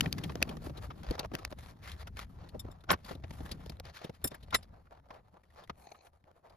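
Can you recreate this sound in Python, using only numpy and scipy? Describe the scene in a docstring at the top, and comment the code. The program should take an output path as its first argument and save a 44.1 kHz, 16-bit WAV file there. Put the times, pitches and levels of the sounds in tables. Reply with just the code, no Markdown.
"""Impacts lead: tools tap and knock at a plywood block on a thick board, as filtered noise puffs. A steel rod
rings in damped bending modes; skin and wood rub in short strokes of coloured noise. A screw turns with gritty
slips through resonances, above the low shaking and jolts of the bench. The quiet workshop is heard at several
times real speed, so each blow is squeezed into a brief puff. A small stereo microphone stands on the board; its
channels agree by a different amount at each frequency."""
import sys
import numpy as np
from scipy import signal
from scipy.fft import rfft, irfft, next_fast_len
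from scipy.io import wavfile
from scipy.ndimage import uniform_filter1d

SR = 44100
rng = np.random.default_rng(int(sys.argv[2]) if len(sys.argv) > 2 else 0)


def ratio_of_db(decibels):
    """Turn decibels (scalar or array-like) into linear amplitude factors; 0 dB maps to 1."""
    return 10 ** (np.asarray(decibels, float) / 20)


def inscribe(sig):
    """Save sig as 16-bit PCM at rate SR to the path in sys.argv[1].

    A 1-D sig is mono; a 2-D sig holds one channel per row.
    Samples are clipped to [-1, 1] before scaling.
    """
    pcm = np.round(np.clip(np.atleast_2d(sig).T, -1, 1) * 32767)
    wavfile.write(sys.argv[1], SR, pcm.astype(np.int16))


N = 289296  # samples

# Dull knocks of wood and knuckle; levels are relative, the thud of the board to its own blow
# [t/s, level/dB, thud level/dB, main ring f/Hz, rise length/s]
WOOD_KNOCKS = [(.0596, -29.5, -8.5, 2630, 0.0012), (0.2927, -39.5, 0, 1300, 0.0048),
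               (0.415, -34, 1, 660, 0.0056), (0.667, -36.5, 3.5, 594, 0.00091),
               (0.901, -43, -31.5, 1300, 0.0075), (1.231, -39.5, -2.5, 670, 0.00079),
               (1.315, -47, 10.5, 1260, 0.0026), (1.5233, -38.5, -0.5, 616, .0027),
               (2.542, -55, 19.5, 1090, 0.0065), (2.647, -54, 17, 710, 0.0022),
               (2.685, -60, 20.5, 665, 0.0011), (2.887, -29.5, -3, 1530, .017),
               (2.9024, -16, -20.5, 1060, 0.0032), (2.9125, -21, -5, 1165, 0.003),
               (2.927, -28.5, -2.5, 1530, .0039), (2.932, -30.5, -7, 1100, 0.0056),
               (3.236, -43, 0.5, 760, .0047), (3.593, -61.5, 11.5, 600, 0.0033),
               (4.2394, -41.5, 9, 1770, 0.0087), (4.314, -42.5, -3, 735, .0039),
               (4.342, -46.5, -12.5, 1800, 0.0055), (4.5223, -34, -20, 1450, .011),
               (4.542, -27, -9, 1320, 0.0058), (4.5425, -25, -21.5, 2130, 0.0062),
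               (4.868, -61.5, -9.5, 1450, 0.0036), (5.103, -44, -12.5, 1068, 0.0053),
               (5.695, -35, -4.5, 1360, 0.0042), (5.91, -60.5, -16.5, 844, 0.0058),
               (5.943, -55.5, -14, 1340, 0.0069), (6.241, -55, -7, 1580, 0.00059)]
# Taps of a hard edge [t/s, level/dB, thud level/dB, main ring f/Hz, rise length/s]
EDGE_TAPS = [(.0072, -19.5, -27.5, 3140, 0.0014), (0.1268, -25, -20.5, 4700, 0.00073),
             (.18, -39.5, -3.5, 1970, 0.0045), (0.2358, -38, -3, 3380, 0.004),
             (0.3548, -30.5, -3, 700, 0.001), (0.4257, -17.5, -19.5, 2590, 0.0013),
             (0.4895, -44, 8.5, 3300, 0.0043), (0.5673, -46, 5.5, 1290, 0.003),
             (0.6936, -47.5, 8, 590, 0.0046), (0.769, -52.5, 7.5, 4200, 0.0077),
             (1.0304, -48, 4, 1570, 0.0036), (1.108, -41.5, 17, 4640, 0.0024),
             (1.1921, -33, -3, 4540, 0.0032), (1.257, -44.5, -5.5, 1210, .0014),
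             (1.3336, -45, 12.5, 1780, 0.0078), (1.3517, -24.5, -27.5, 2680, 0.0005),
             (1.382, -48, 1.5, 1300, 0.0081), (1.4502, -23.5, -26, 2670, 0.00032),
             (1.515, -42.5, 0.5, 1010, 0.00041), (1.895, -48.5, -34, 3560, 0.0017),
             (1.915, -46, -33, 3800, 0.0031), (2.069, -45, -15, 1490, .0058),
             (2.486, -58, -9, 4420, 0.0055), (2.805, -67, -8, 4040, 0.0048),
             (2.836, -56, 0.5, 1530, 0.0045), (3.044, -52.5, -22.5, 4620, 0.0047),
             (3.1033, -49, 13, 690, .0081), (3.15, -54.5, 13.5, 3980, .0031),
             (3.3062, -43.5, -1.5, 900, 0.003), (3.4027, -50.5, 13, 595, 0.0043),
             (3.5122, -40.5, 0, 4780, 0.0054), (3.661, -49, 8, 4400, 0.0012),
             (3.6943, -46, 7.5, 4950, 0.0037), (3.769, -60, -15, 4000, 0.00089),
             (3.7993, -36.5, -6.5, 4300, 0.0004), (3.8542, -43.5, -5, 4720, 0.00038),
             (4.041, -47.5, 11.5, 3600, 0.0056), (4.093, -46.5, 10.5, 596, 0.0038),
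             (4.425, -59.5, -6.5, 4070, 0.0077), (4.5047, -52.5, -8, 3750, 0.0041),
             (4.541, -27, -32, 3930, 0.0068), (4.626, -58, -18.5, 5030, 0.0051),
             (5.141, -61.5, -15, 3020, 0.003), (5.432, -66.5, 0.5, 2200, 0.0047),
             (5.5, -68, -10, 2000, 0.0051), (5.635, -61.5, -5, 3710, 0.0056),
             (5.674, -58.5, -8.5, 2000, 0.0023), (6.0657, -54, -13, 730, 0.0044),
             (6.495, -66, -17, 4800, 0.0045)]


def blows():
    """Contact stiffness: a hard edge gives more tick than wood, and more still with a higher ring."""
    knocks = [(s, db, thud_db, -28.5, hz, length) for s, db, thud_db, hz, length in WOOD_KNOCKS]
    edges = []
    for s, db, thud_db, hz, length in EDGE_TAPS:
        tick_db = -4.5 + 4.5 * np.log2(hz / 4000)  # 4.5 dB per octave
        edges.append((s, db, thud_db, tick_db, hz, length))
    return knocks + edges


# Spectrum of fine contact, in the ticks and in the rubbing [f/Hz, level/dB]
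HISS_COLOUR = [(2000, -30), (6500, -6), (8500, -1), (11000, -2), (14500, -8), (16000, -22)]
# Spectrum of the board thudding under a blow [f/Hz, level/dB]
THUD_COLOUR = [(60, -10.5), (180, 4), (450, 0.5), (800, -9), (2000, -53)]


def taps():
    """Impact excitation: a puff of tiny contacts gives thud, body with its ring, tick and a faint smear."""
    out = np.zeros((2, N))
    for s, db, thud_db, tick_db, hz, length in blows():
        grit = rng.standard_normal((4, 2, 4096))
        # a hard edge or a strong blow carries the body higher up
        edge_db = 0.69 * min(tick_db, 0) + 0.23 * (db + 42.0)
        colour = [(hz / 6, -14.), (hz, -1.5), (6000, edge_db - 5.0), (9000, edge_db - 32.5), (20000, -70)]
        body = puff(coloured(grit[0], colour), length)
        rung = ring(body, hz, hz / 8)
        rung *= 0.71 * np.std(body) / np.std(rung)
        tick = ratio_of_db(tick_db) * puff(coloured(grit[1], HISS_COLOUR), length)
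        # the board answers slower
        thud = ratio_of_db(thud_db) * puff(coloured(grit[2], THUD_COLOUR), length + 0.0021)
        add(out, s, ratio_of_db(db - 3.0) * (body + rung + tick + thud))
        smear = puff(coloured(grit[3], colour), length + 0.004)
        add(out, s - .004, ratio_of_db(db - 25.0) * smear)
    return out


# Blows on a steel rod; the struck spot favours modes near one frequency
# [t/s, relative level/dB, favoured f/Hz, rise length/s, reference t60/s]
ROD_HITS = [(2.592, -36, 7000, 0.0052, 0.04), (2.64, -87, 6000, 0.0037, 0.027),
            (2.71, -54.5, 6800, 0.0051, 0.045), (2.902, -51.5, 5500, 0.0024, .04),
            (2.908, -21, 13400, 0.0069, 0.025), (2.925, -49, 6000, 0.0057, 0.028),
            (4.24, -21, 10200, 0.0041, 0.055), (4.272, -30, 10100, 0.0039, 0.018),
            (4.305, -54.5, 5260, 0.0046, .04), (4.343, -49, 10000, 0.0042, 0.018),
            (4.546, -22.5, 9100, 0.0031, .065)]
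# Bending modes of the rod [f/Hz, relative level/dB, share of the reference t60]
ROD_MODES = [(2280, -8, .6), (3612, 5, .8), (5332, -1, .8), (7374, -2, 1), (9720, 0, 1), (12340, 0, .65),
             (15230, -7, .6)]


def rod():
    """Modal synthesis: a rattling contact drives the bending modes; hand and board damp them."""
    out = np.zeros((2, N))
    for s, db, favoured_hz, length, t60 in ROD_HITS:
        rattle = puff(rng.standard_normal((len(ROD_MODES), 2, 6000)), length)
        rings = 0
        for push, (hz, level_db, share) in zip(rattle, ROD_MODES):
            width = np.log(1000) / np.pi / (share * t60)  # bandwidth in Hz for this decay time
            mode_db = level_db - 7 * np.log2(hz / favoured_hz) ** 2
            rings = rings + ratio_of_db(mode_db) * evened(ring(push, hz, width))
        add(out, s, ratio_of_db(db - 23) * rings)
    return out


# Strokes of hands, block and cloth; hollow part and hiss are relative to the scrape
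# [t/s, length/s, scrape level/dB, hollow level/dB, hiss level/dB]
HAND_STROKES = [(0.0, 0.09, -52, 4.5, -11.5), (0.1, 0.1, -61.5, 2.5, -39), (0.2, 0.07, -53, -4.5, -25),
                (0.274, 0.067, -57, -6.5, -10.5), (0.339, 0.21, -64.5, 1.5, -12),
                (0.459, 0.1, -60.5, 12.5, -26.5), (0.611, 0.089, -53, 0.5, -4),
                (0.743, 0.053, -56, 5.5, -40), (0.808, 0.074, -52.5, 0.5, -7.5), (0.95, 0.079, -67, 1, -5),
                (1.03, 0.14, -48, 1.5, -19), (1.175, 0.088, -50.5, 8, -25), (1.312, 0.17, -59.5, 4, -15),
                (1.492, 0.058, -68.5, 4, 2), (1.576, 0.16, -57, -9.5, -7.5),
                (1.821, 0.13, -46.5, -18, -11.5), (1.973, 0.062, -47, -7.5, -12),
                (2.055, 0.037, -74, 13, -20), (2.155, 0.094, -44.5, -11, -12), (2.27, 0.086, -88, 11, 10),
                (2.38, 0.097, -55.5, 2.5, -27), (2.522, 0.031, -75.5, 24.5, -30),
                (2.634, 0.14, -70.5, 11.5, -40), (2.77, 0.067, -92, -3, -25), (2.87, 0.031, -65, 13, -34.5),
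                (2.96, 0.13, -70.5, -9, -9.5), (3.046, 0.11, -47.5, -4, -10.5),
                (3.21, 0.065, -70.5, 7, -24), (3.28, 0.2, -59.5, -4.5, -3.5), (3.46, 0.091, -56, -1.5, -11),
                (3.577, 0.18, -62, -1, -13), (3.764, 0.051, -74.5, 12, -26),
                (3.836, 0.085, -52.5, -4.5, -22), (3.934, 0.064, -46, -15.5, -14),
                (4.003, 0.086, -49.5, 0, -19), (4.131, 0.05, -60, -16, -10),
                (4.21, 0.096, -62, -5.5, -14.5), (4.303, 0.073, -59.5, 1.5, -22),
                (4.4, 0.06, -73.5, -2.5, -13), (4.47, 0.06, -65, 4, -21.5), (4.57, 0.09, -67, 2.5, -17),
                (4.69, 0.12, -80, 17, -19), (4.841, 0.05, -77.5, 11.5, -11.5),
                (4.906, 0.095, -70, 12.5, -16.5), (5.03, 0.046, -74, 14, -12),
                (5.088, 0.125, -69, 14.5, -17.5), (5.231, 0.045, -72.5, 11.5, -10.5),
                (5.336, 0.055, -73, 15, -14.5), (5.44, 0.17, -78.5, 0.5, -9), (5.555, 0.097, -57, 4.5, -19),
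                (5.672, 0.031, -69, -8, -11), (5.765, 0.12, -76.5, 12.5, 9.5), (5.889, 0.095, -78.5, 15, 9),
                (6.011, 0.087, -71.5, 7.5, 1), (6.13, 0.05, -78.5, 7, -9.5), (6.257, 0.07, -76, 15.5, -16),
                (6.345, 0.065, -78.5, 14, -5.5), (6.435, 0.12, -74, 15.5, -11.5)]
# Shaking carried through the bench; it also sets the resting hand's rub [t/s, relative level/dB]
BENCH_SHAKING = [(0.0, -46), (1.02, -52.5), (1.46, -56), (2.61, -52), (2.87, -61), (3.51, -48), (3.67, -52),
                 (3.82, -58.5), (4.04, -64.5), (4.49, -55.5), (4.68, -59), (4.88, -65.5), (5.44, -69.5),
                 (5.79, -63.5), (6.01, -77), (6.56, -68)]


def pressure():
    """Contact force: each soft-edged stroke swells over the resting hand; gains of scrape, hollow, hiss."""
    rest_db = np.array([[-23.5], [-17], [-37]])  # hand on the board, against the shaking
    room_db = np.array([[-94], [-80], [-95]])  # quiet room in the same three colours
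    swell_db = np.array([[5.5], [2.5], [5.]])  # the middle of a stroke presses harder
    edge = .015  # s
    t = np.arange(N) / SR
    gains = ratio_of_db(rest_db) * curves(BENCH_SHAKING)[0] + ratio_of_db(room_db)
    for s, length, db, hollow_db, hiss_db in HAND_STROKES:
        span = slice(max(round((s - edge) * SR), 0), round((s + length + edge) * SR))
        u = t[span] - s
        ends = np.clip(.5 + np.minimum(u, length - u) / edge / 2, 0, 1) ** 2
        swell = ratio_of_db(swell_db * (np.sin(np.pi * np.clip(u / length, 0, 1)) - 2.0))
        gains[:, span] += ratio_of_db(db + np.array([[0], [hollow_db], [hiss_db]])) * ends * swell
    return gains


# Spectrum of the scraping surface [f/Hz, level/dB]
SCRAPE_COLOUR = [(300, -23.5), (1200, 10.5), (1900, 7.5), (2800, 2), (4300, 2.5), (6500, -7), (9000, -24),
                 (16000, -41.5)]
# Spectrum of the hollow part from the board [f/Hz, level/dB]
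HOLLOW_COLOUR = [(200, -17), (450, -1.5), (640, 2), (820, 0.5), (1050, -4), (1500, -10), (2200, -23.5),
                 (8000, -50)]


def rubbing():
    """Friction noise: three colours share one uneven contact; fibres that catch add a fine crackle."""
    contact = flicker(depth_db=2.8, hz=30)
    catches = ratio_of_db(4.5 * np.minimum(rng.exponential(1, N), 4)) * (rng.random(N) < 150 / SR)  # 150 a second
    crackle = evened(signal.lfilter([1], [1, -np.exp(-1 / (.0012 * SR))], catches))  # 1.2 ms decay
    noise = patches(rng.standard_normal((3, 2, N)), depth_db=1.6)
    colours = (SCRAPE_COLOUR, HOLLOW_COLOUR, HISS_COLOUR)
    rub = sum(gain * coloured(part, colour) for gain, colour, part in zip(pressure(), colours, noise))
    return contact * evened(1 + 0.42 * crackle) * rub


# A screw turning against the rod [t/s, relative level/dB]
SCREW_TURN = [(5.77, -80), (5.80, -73), (6.0, -73), (6.06, -76), (6.085, -100)]
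# Resonances that the screw sets ringing [f/Hz, bandwidth of each pass/Hz, relative level/dB]
SCREW_RINGS = [(800, 300, 10.), (2400, 500, 0.), (4250, 500, 0.), (6300, 900, -4.)]


def turning():
    """Stick-slip: gritty slips of the thread pass twice through each of several broad resonances."""
    slips = rng.standard_normal((2, N)) * flicker(depth_db=6.5, hz=60)
    rings = sum(ratio_of_db(db) * evened(ring(ring(slips, hz, width), hz, width)) for hz, width, db in SCREW_RINGS)
    before = (SCREW_TURN[0][0] - .03, -120)
    after = (SCREW_TURN[-1][0] + .03, -120)
    return curves([before] + list(SCREW_TURN) + [after])[0] * rings


# Spectrum of the deep part of the shaking [f/Hz, level/dB]
DEEP_COLOUR = [(15, -14.5), (40, -5.5), (75, 2.5), (110, -5.5), (200, -23.5), (500, -79)]
# Spectrum of the middle part of the shaking and of the grinding screw [f/Hz, level/dB]
GRIND_COLOUR = [(60, -31.5), (110, -5.5), (165, 1), (220, -5.5), (330, -11.5), (450, -18.5), (1000, -49.5)]
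# Single jolts of the bench [t/s, relative level/dB, f/Hz]
BENCH_JOLTS = [(1.101, -27.5, 49), (3.521, -38, 60.1)]


def bench():
    """Structure-borne sound: lumpy low shaking, and jolts that push the microphone down and back once."""
    noise = rng.standard_normal((2, 2, N))
    t = np.arange(N) / SR
    shaking = curves(BENCH_SHAKING)[0]
    # the bench shudders just after each knock, with a spread of 24 ms
    shudder = sum(ratio_of_db(db + thud_db - 16.5) * np.exp(-((t - s) / 0.024 - .5) ** 2)
                  for s, db, thud_db, *_ in WOOD_KNOCKS)
    deep = ratio_of_db(2.5) * shaking * flicker(depth_db=2.5, hz=3.5) + shudder
    screw = ratio_of_db(-40 - 20.5 * t)  # it grinds less as it seats: 20.5 dB per second
    grind = (ratio_of_db(-5.5) * shaking + screw) * flicker(depth_db=3.0, hz=25)
    jolts = np.zeros(N)
    for s, db, hz in BENCH_JOLTS:
        cycles = hz * (t - s)
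        jolts -= ratio_of_db(db) * np.cos(2 * np.pi * cycles) * np.exp(-2 * cycles ** 2)
    return deep * coloured(noise[0], DEEP_COLOUR) + grind * coloured(noise[1], GRIND_COLOUR) + jolts


def evened(x):
    """Power normalisation: scales to rms 1."""
    return x / np.sqrt(np.mean(x ** 2) + 1e-20)


def coloured(x, points):
    """Spectral shaping: filters by (f/Hz, level/dB) points, joined over log frequency; rms 1."""
    hz, db = np.transpose(points)
    grid = np.fft.rfftfreq(x.shape[-1], 1 / SR) + 1  # 1 Hz up, to keep the logarithm finite
    gain = ratio_of_db(np.interp(np.log(grid), np.log(hz), db))
    return evened(irfft(rfft(x) * gain, x.shape[-1]))


def ring(x, hz, width):
    """Damped resonance: two poles at hz, with a bandwidth of width Hz."""
    r = np.exp(-np.pi * width / SR)
    angle = 2 * np.pi * hz / SR
    return signal.lfilter([1 - r], [1, -2 * r * np.cos(angle), r * r], x) * 2 * np.sin(angle)


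def puff(noise, length):
    """Impulse envelope: noise swells for the given length in s, then falls; rms 1 at the top."""
    u = np.arange(noise.shape[-1]) / SR / np.clip(length, .0003, .03)
    shape = (u * np.exp(1 - u)) ** 2
    shaped = noise * shape
    return shaped * np.sqrt(np.sum(shape ** 2) / np.sum(shaped ** 2, -1, keepdims=True))


def add(mix, s, sound):
    """Superposition: adds a sound to the mix from time s."""
    part = mix[:, max(round(s * SR), 0):][:, :sound.shape[1]]
    part += sound[:, :part.shape[1]]


def curves(rows):
    """Amplitude envelope: one gain per dB column, joined by straight lines in amplitude."""
    s, *columns = np.transpose(rows)
    return [np.interp(np.arange(N) / SR, s, ratio_of_db(c)) for c in columns]


def flicker(depth_db, hz):
    """Amplitude modulation: a random gain from noise low-passed at hz, as of uneven contact."""
    wobble = signal.lfilter(*signal.butter(2, hz, fs=SR), rng.standard_normal(N))
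    return evened(ratio_of_db(depth_db * evened(wobble)))


def patches(noise, depth_db):
    """Time-varying filtering: colour shifts with the grain, in random patches of some 700 Hz by 40 ms."""
    z = signal.stft(noise, nperseg=256, noverlap=192)[2]
    field = rng.standard_normal(z.shape[-2:])
    field = uniform_filter1d(uniform_filter1d(field, size=4, axis=0), size=28, axis=1)
    shifted = signal.istft(z * ratio_of_db(depth_db * evened(field)), nperseg=256, noverlap=192)[1]
    return evened(shifted[..., :N])


def scene():
    """Linear superposition: two channels of independent noise under shared envelopes, and common jolts."""
    return taps() + rod() + rubbing() + turning() + bench()


# Stereo relation of the microphone's two ports
# [f/Hz, left-right likeness 0-1, phase lead of left/rad, left minus right level/dB]
STEREO_PAIR = [(0, 1, -0.1, 1.5), (120, 0.98, 0.38, 1.75), (310, 0.66, -0.94, 1.5), (900, 0, -0.5, 0.5),
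               (1530, 0.8, -1.83, 1.5), (2000, 1, 0.52, 1.5), (3270, 0.27, 1., 6), (4770, 1, 1.27, 6),
               (6140, 0, 0.5, 3.5), (7970, 1, -3, -1.5), (8710, 1, -3, 1.5), (10000, 0.16, -5, -0.1),
               (12800, 0.7, -7, -0.4), (14200, 0.8, -8, -0.5), (15300, .95, -9.5, -1), (17000, .9, -10, 0)]


def stereo(dry):
    """Partial coherence: right shares part of left, phase-shifted by the port spacing; band-limited."""
    size = next_fast_len(N + SR // 10)
    hz = np.fft.rfftfreq(size, 1 / SR)
    f, *columns = np.transpose(STEREO_PAIR)
    same, lead, balance_db = (np.interp(hz, f, c) for c in columns)
    same = np.clip(same, 0, 1)
    left, other = rfft(dry, size) / (1 + (hz / 16200) ** 100)  # steep low-pass at 16.2 kHz
    right = same * np.exp(-1j * lead) * left + np.sqrt(1 - same ** 2) * other
    half = ratio_of_db(balance_db / 2)
    return irfft(np.array([left * half, right / half]), size)[:, :N]


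def band_limit(x):
    """A steep low-pass at the top of the band."""
    return signal.sosfilt(signal.butter(12, 16820, fs=SR, output="sos"), x)


def record(dry):
    """Two-port pickup: the scene takes on the stereo relation of the microphone."""
    mix = stereo(dry)
    return band_limit(mix)


dry = scene()
out = record(dry)
inscribe(out)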